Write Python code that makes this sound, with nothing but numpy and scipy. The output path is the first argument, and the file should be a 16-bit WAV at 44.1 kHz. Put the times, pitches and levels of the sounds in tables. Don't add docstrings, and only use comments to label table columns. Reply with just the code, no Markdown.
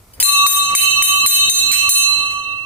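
import sys
import numpy as np
from scipy import signal
from scipy.fft import rfft, irfft, next_fast_len
from scipy.io import wavfile
from scipy.ndimage import uniform_filter1d, minimum_filter1d, map_coordinates

SR = 44100
rng = np.random.default_rng(int(sys.argv[2]) if len(sys.argv) > 2 else 0)


def makeup_ratio(level_db):
    decades = np.asarray(level_db, float) / 20
    return 10 ** decades


def put_to_file(sound):
    columns = np.atleast_2d(sound).T
    safe = np.clip(columns, -1, 1)
    whole_steps = np.round(safe * 32767)
    wavfile.write(sys.argv[1], SR, whole_steps.astype(np.int16))


N = 116865

# (time [s], strength [dB], extra for the lowest pair [dB],
# extra for the second and third pair [dB], extra for the fourth and fifth pair [dB])
BLOWS = [
    (0.2269, -9.5, 5, 1.5, 0.5),
    (0.4658, -19, -21, -0.5, 0.5),
    (0.7506, -12, -1.5, 6, 2.5),
    (1.0235, -16, 4, 7.5, 1),
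    (1.2625, -11.5, -52, 1.5, 3),
    (1.497, -16, -16, -1, 3.5),
    (1.7159, -22.5, 2, 9, 4),
    (1.892, -14, -5.5, 1, 1),
]
# (frequency [Hz], level [dB])
CONTACT_COLOUR = [(200, -33.5), (700, -9), (2200, 17), (5000, 9), (9000, 18.5), (15500, -16)]
BLOW_DB = 2.5
LAG_S = 19 / 44100


def unit(x):
    return x / np.sqrt(np.mean(x ** 2) + 1e-20)


def along(points, hz):
    f, v = np.transpose(points)
    return np.interp(np.log(hz + 1), np.log(f + 1), v)


def wobble(rate, count):
    knots = rng.standard_normal((count, 200))
    place = np.arange(0, N + 64, 64) * rate / SR
    return np.array([map_coordinates(k, [place]) for k in knots])


def filtered(x, response):
    m = next_fast_len(N + SR // 2)
    return irfft(rfft(x, m) * response(np.fft.rfftfreq(m, 1 / SR)), m)[..., :N]


def hiss(spectrum):
    return unit(filtered(rng.standard_normal((2, N)), lambda hz: makeup_ratio(along(spectrum, hz))))


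def bursts(times, dbs, rises, t60):
    age = np.clip(np.arange(N) / SR - np.array(times)[:, None], 0, None)
    fade = makeup_ratio(np.array(dbs)[:, None] - 60 * age / t60)
    rise = 1 - np.exp(-age / np.array(rises)[:, None])
    return np.sum(fade * rise, 0)


def air(metal):
    # (frequency [Hz], level [dB per Hz])
    air_colour = [(15, -26.5), (25, -7.5), (108, -3.5), (137, -15), (1400, -22), (1560, -28), (2350, -26),
                  (2760, -30), (16000, -27.5)]
    # (frequency [Hz], level [dB per Hz])
    stir_colour = [(25, -4.5), (100, -2.5), (170, -8), (500, -10), (1400, -19.5), (2300, -19.5),
                   (3200, -57), (16000, -67)]
    # (frequency [Hz], likeness [0 to 1])
    likeness = [(30, .9), (150, .92), (300, .7), (700, .3)]
    air_db, stir_db, stir_follows, gust_db = -48, -33.5, 0.56, 1.2

    low = filtered(metal, lambda hz: (hz > 900) & (hz < 4500))
    low_power = np.abs(uniform_filter1d(np.mean(low ** 2, 0), size=3000))
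    low_db = 10 * np.log10(low_power + 1e-9)
    both = makeup_ratio(air_db) * hiss(air_colour)
    both = both + makeup_ratio(stir_db + stir_follows * low_db) * hiss(stir_colour)

    def middle_and_side(hz):
        turn = np.arccos(np.clip(along(likeness, hz), -1, 1)) / 2
        return np.array([np.cos(turn), np.sin(turn)])

    mid, side = filtered(both, middle_and_side)
    gust = np.repeat(wobble(6.3, count=1), 64, axis=1)[:, :N]
    return makeup_ratio(gust_db * gust) * np.array([mid + side, mid - side])


def clapper():
    # (time [s], peak level [dB], rise [s], extra for the steel tones [dB])
    clinks = [
        (0.134, -53, 0.0019, 15),
        (0.2, -14, 0.00071, 11.5),
        (.69, -19.5, .03, -70),
        (1.117, -27.5, .002, 7.5),
        (1.397, -51, .002, -25),
        (1.725, -9, 0.003, -34),
        (2.3, -32.5, 0.0089, 0),
    ]
    # (frequency [Hz], level [dB], time to fade by 60 dB [s])
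    steel_tones = [(930, -12, .12), (3000, -8, .05), (4616, -8, .12), (5435, -8, .1), (6300, -12, .08),
                   (8300, -10, .08), (9467, 0, .12), (11465, -6, .12), (14926, 0, .15)]
    rattle_db, rattle_s = 4.5, 0.11

    s, db, rises, ring_db = np.transpose(clinks)
    t = np.arange(N) / SR
    ring = np.zeros((2, N))
    for hz, level, t60 in steel_tones:
        tone = np.sin(2 * np.pi * (hz * t + rng.random((2, 1))))
        ring += makeup_ratio(level) * bursts(s, db + ring_db, rises, t60) * tone
    return ring + bursts(s, db + rattle_db, rises, rattle_s) * hiss(CONTACT_COLOUR)


def cracks():
    # (frequency [Hz], level [dB])
    wash_colour = [(300, -10), (1000, -3), (2300, 0), (3300, -25), (5600, -40), (7000, -14), (11000, -8),
                   (15000, -30)]
    crack_db, crack_s = 19, 0.0047
    wash_db, wash_s = -21, 0.88

    s, db = np.transpose(BLOWS)[:2]
    rises = np.full(len(s), 3e-4)
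    crack = bursts(s, db + crack_db, rises, crack_s) * rng.standard_normal(N)
    crack = filtered(crack, lambda hz: makeup_ratio(along(CONTACT_COLOUR, hz)))
    crack = np.array([np.roll(crack, round(LAG_S * SR)), crack])
    wash = bursts(s, db + wash_db, rises, wash_s) * hiss(wash_colour)
    return makeup_ratio(BLOW_DB) * (crack + wash)


def struck_tone(k, hz, tone_db, t60, step):
    kept_db, scatter_db = -7, 1.5
    swell_s, swell_hz = 0.053, 3240
    ping_db, ping_s = 9.5, 0.08
    low = 1 / (1 + (hz / swell_hz) ** 4)
    state = np.zeros(len(step), complex)
    for s, blow_db, hum_db, mid_db, high_db in BLOWS:
        extra_db = ([hum_db] + [mid_db] * 2 + [high_db] * 2)[k] if k < 5 else 0
        chance = rng.standard_normal(2)
        size = makeup_ratio(BLOW_DB + blow_db + tone_db + extra_db + scatter_db * chance[0])
        size = size * np.exp(1j * chance[1])
        age = np.clip(step - s, 0, None)
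        swell = 1 - np.exp(-age / (swell_s * low + 1e-4))
        ping = (1 - low) * makeup_ratio(ping_db - 60 * age / ping_s)
        ring = swell * makeup_ratio(-60 * age / t60) + ping
        state = np.where(step >= s, state * makeup_ratio(kept_db) + size * ring, state)
    return state


def bell():
    # (frequency [Hz], gap to the upper twin [Hz])
    pair_hz = [(1145.5, 7), (2651, 19), (3039, 29), (3766, 20), (4096, 23), (5976, 31), (6318, 11),
               (7378, 21), (7558, 27), (7887, 15), (8226, 14), (8904, 70), (9113, 26), (9280, 38),
               (10197, 9), (10379, 20), (10760, 8), (11068, 37), (11680, 12), (11895, 45), (12059, 25),
              (12274, 20), (12565, 15), (13226, 8), (13550, 15), (14481, 20), (14926, 34), (15180, 30)]
    # (level [dB], time to fade by 60 dB [s])
    pair_ring = [(-5.5, 4.24), (-13, 2.14), (-9, 1.414), (-7.5, 1.11), (0.5, 1.13), (-6, 1.13), (-6, 0.71),
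                 (-4.5, 0.6), (-14.5, 0.96), (-24, 1.5), (-1.5, 0.42), (-17, 1.18), (-3, 0.46),
                 (-3.5, 0.53),
                 (-7, 0.69), (-19.5, .4), (-26.5, 1), (-6, 0.25), (-20, 0.64), (-20, .4), (-12.5, 0.45),
                (-17, 0.21), (-55.5, 0.21), (-47, 0.22), (-4, 0.44), (-37, 0.11), (-31, 0.43), (5, .2)]
    twin_db = [-3, 10, -9.5, 8, -8.5, -11.5, 6.5, 0.5, 1, -44, -43, 1.5, -0.5, -4, -4.5, 2, 1, 5.5, 11.5,
               -19, 8, -9, 19.5, 17, -48, -1, 22.5, -15]
    # (frequency [Hz], level [dB])
    left_over_right = [(1000, -3.5), (3000, -1), (8000, -2), (14000, 8)]
    swing_db, swing_rad, swing_rate = 4, 1, 8
    shiver_depth, shiver_rate = 0.45, 50
    port_rad = 1

    out = np.zeros((2, N))
    t = np.arange(N) / SR
    step = np.arange(0, N + 64, 64) / SR
    pairs = zip(pair_hz, pair_ring)
    for k, ((hz, gap), (db, t60)) in enumerate(pairs):
        lobes = min(1, hz / 4000)
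        half_db = along(left_over_right, hz) / 2
        for twin in range(2):
            swing = makeup_ratio(lobes * swing_db * wobble(swing_rate, count=2))
            swing = swing * np.exp(1j * lobes * swing_rad * wobble(swing_rate, count=1))
            shiver = wobble(shiver_rate, count=2)
            state = struck_tone(k, hz, db + twin * twin_db[k], t60, step)
            state = state * (1 + lobes * shiver_depth * (shiver[0] + 1j * shiver[1]))
            lag = -2 * np.pi * hz * LAG_S * lobes ** 0.72
            lag = lag + lobes * port_rad * rng.standard_normal()
            ports = [makeup_ratio(half_db) * np.exp(1j * lag), makeup_ratio(-half_db)]
            tone = np.exp(2j * np.pi * (hz + twin * gap) * t)
            for side in range(2):
                strength = np.interp(t, step, state * swing[side] * ports[side])
                out[side] += (strength * tone).imag
    return out


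def shrine(x):
    # (frequency [Hz], time to fade by 60 dB [s])
    echo_times = [(300, 0.17), (3000, 0.48), (12000, 0.33)]
    hz, t, z = signal.stft(rng.standard_normal((2, SR // 2)), SR, nperseg=256)
    fade = makeup_ratio(-60 * t / along(echo_times, hz)[:, None])
    tail = signal.istft(z * fade, SR, nperseg=256)[1]
    tail = tail / np.linalg.norm(tail[0])
    late = np.pad(x, ((0, 0), (300, 0)))
    return signal.fftconvolve(late, tail, axes=1)[:, :N]


def scene():
    metal = bell() + cracks() + clapper()
    echo_db = -8
    return metal + makeup_ratio(echo_db) * shrine(metal) + air(metal)


def top_cut(x):
    return signal.sosfilt(signal.butter(12, 16650, fs=SR, output="sos"), x)


def record(dry):
    # (frequency [Hz], level [dB])
    mic_curve = [(1000, 0), (8000, 0), (14500, 0), (15300, -8), (16000, -35), (16600, -80)]
    ceiling_db, squeeze, open_db_per_s = -4.5, 0.8, 191
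    x = filtered(dry, lambda hz: makeup_ratio(along(mic_curve, hz)))
    peak_db = 20 * np.log10(np.abs(x).max(0) + 1e-6)
    ramp = open_db_per_s * np.arange(N) / SR
    held_db = np.maximum.accumulate(peak_db + ramp) - ramp
    over = np.clip(held_db - ceiling_db, 0, None)
    gain_db = minimum_filter1d(-squeeze * over, size=81)
    x = x * makeup_ratio(uniform_filter1d(gain_db, size=61))
    return top_cut(x)


dry = scene()
out = record(dry)
put_to_file(out)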